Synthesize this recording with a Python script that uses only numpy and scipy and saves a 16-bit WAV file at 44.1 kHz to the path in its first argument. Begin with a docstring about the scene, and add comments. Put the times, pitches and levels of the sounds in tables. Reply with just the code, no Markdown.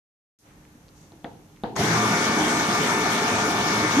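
"""A dough sheeter starts up in a quiet hard-walled bakery. After silence the room opens: shaped noise, hums,
a whirr dying away. A hand brushes the plastic console (noise through a resonance), ticks it and presses the
start knob; a contactor clunks (clicks ring the housing modes, with echoes and noise tails). The motor spins up:
gear whine as sines on multiples of shaft speed, a frame shaken by noise, hissing belts and rollers, swelling
hums and dull knocks. A low rising moan sets in at the very end."""
import sys
import numpy as np
from scipy import signal
from scipy.io import wavfile

SR = 44100
rng = np.random.default_rng(int(sys.argv[2]) if len(sys.argv) > 2 else 0)


def transcribe(signal):
    """Save signal, clipped to [-1, 1], as a 16-bit WAV file at the path in sys.argv[1]."""
    frames = np.atleast_2d(signal).T
    limited = np.clip(frames, -1, 1)
    pcm = np.round(limited * 32767).astype(np.int16)
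    wavfile.write(sys.argv[1], SR, pcm)


N = 176400

# Room tone spectrum. Each row: frequency in Hz, relative level in dB per Hz.
ROOM_SPECTRUM = [(15, -43), (25, -14), (134, -7), (173, -6.5), (280, -14), (326, -18), (371, -15),
                 (732, -23.5), (796, -21.5), (4000, -34.5), (8800, -120)]
# Stereo room tone. Each row: frequency in Hz, left-right likeness from -1 to 1.
ROOM_LIKENESS = [(60, 0.96), (180, 0.97), (530, 0.78), (1580, 0.02), (4690, 0.01), (14000, 0.1)]
# Stereo room tone. Each row: frequency in Hz, left minus right in dB.
ROOM_BALANCE = [(60, -2), (14000, 2)]
# Finger ticks on the console. Each row: start in seconds, strike level in dB, pitch in Hz.
TICKS = [(.652, -40, 2100), (.8835, -40, 4600), (.890, -41, 4600), (1.128, -46, 2000), (1.564, -42.5, 3500),
         (1.572, -39, 1800)]
# Blows on the housing. Each row: start in seconds, level in dB, crack above the blow in dB, crack pitch in Hz.
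BLOWS = [(1.1205, -48, 3, 4020), (1.2442, -29.5, -1.5, 3400), (1.2484, -33.5, 7, 1910),
         (1.6365, -22, -5, 3720), (1.6414, -24.5, -12, 1500), (1.7637, -39, 20, 6450),
         (1.765, -30, 15, 1370)]
# Housing modes. Each row: frequency in Hz, relative level in dB, t60 in seconds.
HOUSING_MODES = [(132, -7, 0.17), (213, -4, 0.076), (261, 0, 0.083), (313, 2, 0.14), (392, -0.5, 0.05),
                 (505, -1, 0.099), (690, 0, 0.08), (793, 7, 0.035), (1045, -6, 0.037)]
# Diffuse tails of the blows. Each row: low edge in Hz, high edge in Hz, level re the blow in dB, t60 in seconds.
TAIL_BANDS = [(90, 390, -15.5, 0.74), (376, 538, -13.5, 0.37), (643, 964, -15, 0.5), (967, 1980, -22, 0.23),
              (2280, 4700, -32, 0.46)]
# Dull knocks, from the hand, then the running drive.
# Each row: start in seconds, strike level in dB before the band cut, pitch in Hz.
KNOCKS = [(.752, -43, 240), (1.134, -42, 327), (1.796, -17, 100), (2.295, -22, 213), (2.409, -18, 294),
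          (2.595, -21, 363), (2.684, -18.5, 207), (2.963, -21.5, 246), (3.24, -19.5, 241),
          (3.385, -23, 115)]
# Frame hums as the load is taken up. Each row: centre in seconds, half length in seconds, pitch in Hz, peak rms in dB.
SWELLS = [(1.82, 0.036, 211, -27), (1.82, 0.054, 402, -31.5), (1.94, 0.11, 115, -32.5),
          (1.93, 0.041, 167, -29.5), (2.13, .05, 205, -29.5)]
# Belt and roller hiss spectrum. Each row: frequency in Hz, relative level in dB per Hz.
DRIVE_SPECTRUM = [(15, -53), (55, -15), (240, 0), (430, -2), (577, -10), (695, -2), (1030, -6), (1210, -5),
                  (1630, -9.5), (1960, -5.5), (2240, -21), (2700, -11.5), (6150, -17), (11000, -28.5),
                  (12900, -34.5), (14400, -61)]
# Belt and roller hiss over time. Each row: time in seconds, rms in dB.
DRIVE_LEVEL = [(1.752, -50), (1.764, -28.5), (1.80, -25), (1.85, -23.5), (2.12, -23.5), (2.6, -24.5),
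               (3.2, -24.5), (4, -24.5)]
# Stereo hiss. Each row: frequency in Hz, left-right likeness from -1 to 1.
DRIVE_LIKENESS = [(60, 0.78), (150, 0.98), (370, 0.94), (910, 0.52), (2270, -0.12), (5630, 0.044),
                  (14000, -0.02)]
# Stereo hiss and whine. Each row: frequency in Hz, left minus right in dB.
DRIVE_BALANCE = [(60, -2), (210, -1.5), (490, 0), (740, 0.5), (1130, 2), (1720, 8), (2610, -7), (3970, 0.5),
                 (6030, 10.5), (9170, 1.5), (14000, -15.5)]
# Frame resonances. Each row: frequency in Hz, width in Hz, level in dB before the surge and the band cut.
FRAME_MODES = [(113.5, 7.6, -40.5), (165.8, 7.5, -40), (208.8, 8, -39.5), (304, 9.2, -38.5),
               (400.4, 4.5, -44), (433.8, 16, -39.5), (706.3, 20.5, -39), (953, 6.3, -41),
               (1487, 22, -41.5)]
# Gear whine tones. Each entry: multiple of the shaft speed.
WHINE_ORDERS = [5, 18, 22, 23, 24, 25, 26, 28, 29, 32, 33, 36, 37, 45, 46, 47, 48, 50, 72]
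# Gear whine tones, same order. Each entry: rms in dB before waver and balance.
WHINE_DB = [-40, -37.5, -44, -45, -36, -39, -44.5, -42, -40.5, -47, -48, -38.5, -50, -35, -45.5, -44, -46,
            -48, -44.5]

FADE_START_S, FADE_S, FADE_DEPTH_DB = 0.388, 0.079, -22
CUTOFF_HZ = 14550
# microphone self-noise: flat part (level before its band cut) and a broad peak
HISS_DB, HISS_PEAK_HZ, HISS_PEAK_DB = -63, 6120, -68
ROOM_DB = -53
HUM_HZ, HUM_DB = 301.4, -61  # mains hum of other equipment, level before waver
LOW_HUM_HZ, LOW_HUM_DB = 148.3, -63.5  # rougher
WHIRR_DB, WHIRR_FADE_DB_PER_S, WHIRR_LOW_HZ, WHIRR_HIGH_HZ = -59, 27, 600, 2100
BRUSH_S, BRUSH_RISE_S, BRUSH_FALL_S, BRUSH_DB, BRUSH_HZ = 0.99, 0.04, 0.11, -59.5, 6450
TICK_T60_S, CRACK_T60_S = 0.002, 0.006
CONTACT_HZ = 1300  # softness of the blows
BAKERY_T60_S, WET_DB, WALL_CUT_HZ = 0.69, -18.5, 2500
MOAN_S, MOAN_RISE_S, MOAN_HZ, MOAN_GLIDE_HZ_PER_S, MOAN_DB = 3.964, 0.0099, 241, 1950, -15.5
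KNOCK_T60_S, KNOCK_SOFT_HZ = 0.1, 500
ROLLER_RING_HZ, ROLLER_RING_DB = 5920, -41.5  # level before panning, at the last drive level
MOTOR_ON_S, SPIN_UP_S, SHAFT_HZ = 1.755, 0.04, 49.27  # spin-up is a time constant
# low modes shake harder while the load is taken up
SURGE_DB, SURGE_S, SURGE_BELOW_HZ = 11, 0.22, 260
FRAME_LUMP_DB, LUMPS_PER_S = 2.5, 10.6
WHINE_WAVER_DB, WAVER_PER_S, SPEED_JITTER = 3.0, 4.0, 0.00015  # jitter as a fraction of speed
MESH_ORDER, MESH_STEADINESS = 9, 0.4  # multiples of the gear mesh waver by this factor
WHINE_APART_HZ = 1160  # from here up, tones reach the two ears a quarter cycle apart
SAG_S, SAG_LENGTH_S, SAG_DB = 3.41, 0.21, -9  # the strongest tone dips briefly


def amp(db):
    """Decibels to amplitude."""
    return 10 ** (np.asarray(db) / 20)


def rms_one(x):
    """Scale to rms 1."""
    return x / np.sqrt(np.mean(x ** 2) + 1e-20)


def clock():
    """Time in seconds."""
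    return np.arange(N) / SR


def in_time(rows):
    """Interpolate a (time, value) table."""
    return np.interp(clock(), *np.transpose(rows))


def at_hz(points, hz):
    """Interpolate a (frequency, value) table on log frequency."""
    points = np.array(points)
    return np.interp(np.log(hz), np.log(points[:, 0]), points[:, 1])


def drift(rate_hz):
    """Slow random wander of spread 1, made at SR / 40 by a double pole."""
    pole = np.exp(-80 * np.pi * rate_hz / SR)
    noise = rng.standard_normal(N // 40 + 2002)
    slow = signal.lfilter([1], [1, -2 * pole, pole * pole], noise)[2000:]  # skip the settling
    return np.interp(np.arange(N) / 40, np.arange(len(slow)), rms_one(slow - slow.mean()))


def ring(force, hz, t60_s):
    """Resonator: a unit click sets a decaying sine of height 1 ringing."""
    pole, w = amp(-60 / (t60_s * SR)), 2 * np.pi * hz / SR
    return signal.lfilter([0, np.sin(w)], [1, -2 * pole * np.cos(w), pole * pole], force + 1e-18)


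def click(start_s, db):
    """One-sample impulse."""
    out = np.zeros(N)
    out[int(start_s * SR)] = amp(db)
    return out


def pan(db):
    """Left and right gains, left louder by db."""
    return amp([[db / 2], [-db / 2]])


def band(x, low_hz, high_hz):
    """Butterworth band-pass."""
    return signal.sosfilt(signal.butter(2, [low_hz, high_hz], "band", fs=SR, output="sos"), x)


def banded_noise(spectrum, likeness, balance, patchy_db, flicker_hz):
    """Third-octave bands of stereo noise, each with its own level, flicker, likeness and balance; rms 1."""
    out, together = 0, drift(3.0)
    edges_hz = 22 * 2 ** (np.arange(29) / 3)
    white = rng.standard_normal((2, 2, N))
    for k, (low_hz, high_hz) in enumerate(zip(edges_hz, edges_hz[1:])):
        mid, side = band(white[k % 2], low_hz, high_hz)
        hz = np.sqrt(low_hz * high_hz)
        alike = np.clip(at_hz(likeness, hz), -1, 1)
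        level_db = at_hz(spectrum, hz) - 30 * (hz > spectrum[-1][0])
        gain = amp(level_db + patchy_db * (0.3 * together + drift(flicker_hz)))
        stereo = np.sqrt(1 + alike) * mid + np.sqrt(1 - alike) * side * [[1], [-1]]
        out = out + gain * pan(at_hz(balance, hz)) * stereo
    return rms_one(out)


def room_tone():
    """Distant ventilation as banded noise, a wavering sine hum, a rough hum and a far whirr dying away."""
    hum = amp(HUM_DB + 2.0 * drift(2.3)) * np.sqrt(2) * np.sin(2 * np.pi * HUM_HZ * clock())
    low_hum = amp(LOW_HUM_DB) * rms_one(ring(rng.standard_normal(N), LOW_HUM_HZ, 0.34))
    whirr = rms_one(band(rng.standard_normal((2, N)), WHIRR_LOW_HZ, WHIRR_HIGH_HZ))
    whirr = whirr * amp(WHIRR_DB - WHIRR_FADE_DB_PER_S * (clock() - FADE_START_S))
    air = banded_noise(ROOM_SPECTRUM, ROOM_LIKENESS, ROOM_BALANCE, patchy_db=1.0, flicker_hz=8.3)
    return amp(ROOM_DB) * air + hum + low_hum + whirr


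def bakery(x):
    """Hard-wall echoes: six feedback delays a side, duller on every round."""
    out, dull = np.zeros((2, N)), np.exp(-2 * np.pi * WALL_CUT_HZ / SR)
    lags = (rng.uniform(0.014, 0.04, 12) * SR).astype(int)
    for k, lag in enumerate(lags):
        loop, state = x.copy(), [0.]
        gain = amp(-60 * lag / SR / BAKERY_T60_S)
        for i in range(lag, N, lag):
            back, state = signal.lfilter([gain * (1 - dull)], [1, -dull], loop[i - lag:i], zi=state)
            loop[i:i + lag] += back[:N - i]
        out[k % 2] += (loop - x) * (-1) ** (k // 2)
    return out


def tails():
    """Panels and room smear every blow into noise that dies away band by band."""
    blows = sum(click(start_s, db) for start_s, db, _, _ in BLOWS) ** 2
    out = 0
    for low_hz, high_hz, db, t60_s in TAIL_BANDS:
        power = signal.lfilter([1], [1, -amp(-120 / (t60_s * SR))], blows + 1e-18)
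        noise = band(rng.standard_normal((2, N)), low_hz, high_hz)
        mid, side = rms_one(band(noise, low_hz, high_hz))  # second pass steepens the edges
        stereo = mid + min(high_hz / 2000, 1) * side * [[1], [-1]]
        out = out + amp(db) * np.sqrt(power) * stereo
    return out


def hand():
    """Grainy noise through a resonance brushes the plastic; clicks ring briefly as finger ticks."""
    t = clock() - BRUSH_S
    swell = np.exp(-(t / np.where(t < 0, BRUSH_RISE_S, BRUSH_FALL_S)) ** 2)
    grains = rng.standard_normal((2, N)) * amp(2.4 * drift(150.0))
    brush = amp(BRUSH_DB) * swell * rms_one(ring(grains, BRUSH_HZ, 0.0015))
    ticks = sum(ring(click(start_s, db), hz, TICK_T60_S) for start_s, db, hz in TICKS)
    return brush + ticks


def housing():
    """Every blow cracks and strikes each housing mode with a random strength of its own."""
    chance_db = rng.normal(0, 2.8, (len(BLOWS), len(HOUSING_MODES)))
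    body, cracks = 0, 0
    for k, (hz, mode_db, t60_s) in enumerate(HOUSING_MODES):
        clicks = sum(click(blow[0], blow[1] + mode_db - 9 + chance_db[i, k]) for i, blow in enumerate(BLOWS))
        body = body + ring(clicks, hz, t60_s)
    for start_s, db, crack_db, hz in BLOWS:
        crack = ring(click(start_s, db + crack_db), hz, CRACK_T60_S)
        cracks = cracks + band(crack, hz / 1.7, hz * 1.45)
    return band(body, 65, CONTACT_HZ) + cracks


def moan():
    """A low sine that swells in while its pitch glides up."""
    t = np.maximum(clock() - MOAN_S, 0)
    swell = np.clip(t / MOAN_RISE_S, 0, 1) ** 2
    phase = 2 * np.pi * (MOAN_HZ + MOAN_GLIDE_HZ_PER_S * t / 2) * t
    return amp(MOAN_DB) * np.sqrt(2) * swell * np.sin(phase)


def swells_and_knocks():
    """Sine hums rise and fall smoothly; knocks are soft blows that ring briefly."""
    t, hums = clock(), 0
    for centre_s, half_s, hz, db in SWELLS:
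        bell = np.exp(-((t - centre_s) / half_s) ** 2)
        hums = hums + amp(db) * np.sqrt(2) * bell * np.sin(2 * np.pi * hz * t)
    knocks = sum(ring(click(start_s, db), hz, KNOCK_T60_S) for start_s, db, hz in KNOCKS)
    return hums + band(knocks, 98, KNOCK_SOFT_HZ)


def belts_and_rollers():
    """Hiss of belts and rollers: banded noise plus a broad bright ring, both following the drive level."""
    noise = banded_noise(DRIVE_SPECTRUM, DRIVE_LIKENESS, DRIVE_BALANCE, patchy_db=2.1, flicker_hz=11.0)
    bright = rms_one(ring(rng.standard_normal((2, N)), ROLLER_RING_HZ, 0.0031))
    bright = amp(ROLLER_RING_DB) * bright * pan(16.0)
    level_db = in_time(DRIVE_LEVEL)
    hiss = amp(level_db) * noise + bright * amp(level_db - DRIVE_LEVEL[-1][1])
    return (clock() > MOTOR_ON_S) * hiss


def frame():
    """Lumpy random shaking drives the steel frame's resonances."""
    t, out = clock() - MOTOR_ON_S, 0
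    surge_db = SURGE_DB * np.exp(-np.maximum(t, 0) / SURGE_S)
    for hz, width_hz, db in FRAME_MODES:
        t60_s = np.log(1000) / np.pi / width_hz
        force = rng.standard_normal(N) * amp(FRAME_LUMP_DB * drift(LUMPS_PER_S))
        steady_rms = np.sqrt(np.mean(ring(force, hz, t60_s) ** 2))
        surge = amp(surge_db / (1 + (hz / SURGE_BELOW_HZ) ** 4))
        force = force / steady_rms * (t > 0.015) * surge
        out = out + amp(db) * ring(force, hz, t60_s)
    return band(out, 96, 2060)


def gear_whine():
    """Gear teeth sing on whole multiples of the shaft speed; each tone wavers on its own."""
    speed = 1 - np.exp(-np.maximum(clock() - MOTOR_ON_S, 0) / SPIN_UP_S)
    turn = 2 * np.pi * np.cumsum(SHAFT_HZ * speed * (1 + SPEED_JITTER * drift(9.1))) / SR
    sag_db = SAG_DB * np.exp(-((clock() - SAG_S) / SAG_LENGTH_S) ** 2)
    out = 0
    for order, db in zip(WHINE_ORDERS, WHINE_DB):
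        hz = order * SHAFT_HZ
        ear_phase = np.array([[0], [1]]) * np.pi / 2 * min(hz / WHINE_APART_HZ, 1) ** 2
        phase = rng.uniform(0, 2 * np.pi) + ear_phase
        waver_db = WHINE_WAVER_DB * (MESH_STEADINESS if order % MESH_ORDER == 0 else 1) * drift(WAVER_PER_S)
        level_db = db + (db == max(WHINE_DB)) * sag_db + waver_db
        out = out + amp(level_db) * pan(at_hz(DRIVE_BALANCE, hz)) * np.sin(order * turn + phase)
    return np.sqrt(2) * speed ** 10.0 * out


def scene():
    """Sum the room, the hand, the blows with their echoes, and the running machine."""
    blows = housing()
    start = hand() + blows * pan(2.0) + amp(WET_DB) * bakery(blows) + tails()
    machine = gear_whine() + frame() + swells_and_knocks() + belts_and_rollers() + moan()
    return room_tone() + start + machine


def record(dry):
    """After silence the scene fades in over the microphone's hiss; the top is cut."""
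    t = clock() - FADE_START_S
    fade = amp(FADE_DEPTH_DB * np.clip(1 - t / FADE_S, 0, 1))
    white = rng.standard_normal((2, 2, N))
    hiss = amp(HISS_DB) * band(white[0], 4000, 16000)
    hiss = hiss + amp(HISS_PEAK_DB) * rms_one(ring(white[1], HISS_PEAK_HZ, 0.0021))
    top_cut = signal.cheby2(16, 70, CUTOFF_HZ, fs=SR, output="sos")
    return signal.sosfilt(top_cut, (t > 0) * (dry * fade + hiss))


dry = scene()
out = record(dry)
transcribe(out)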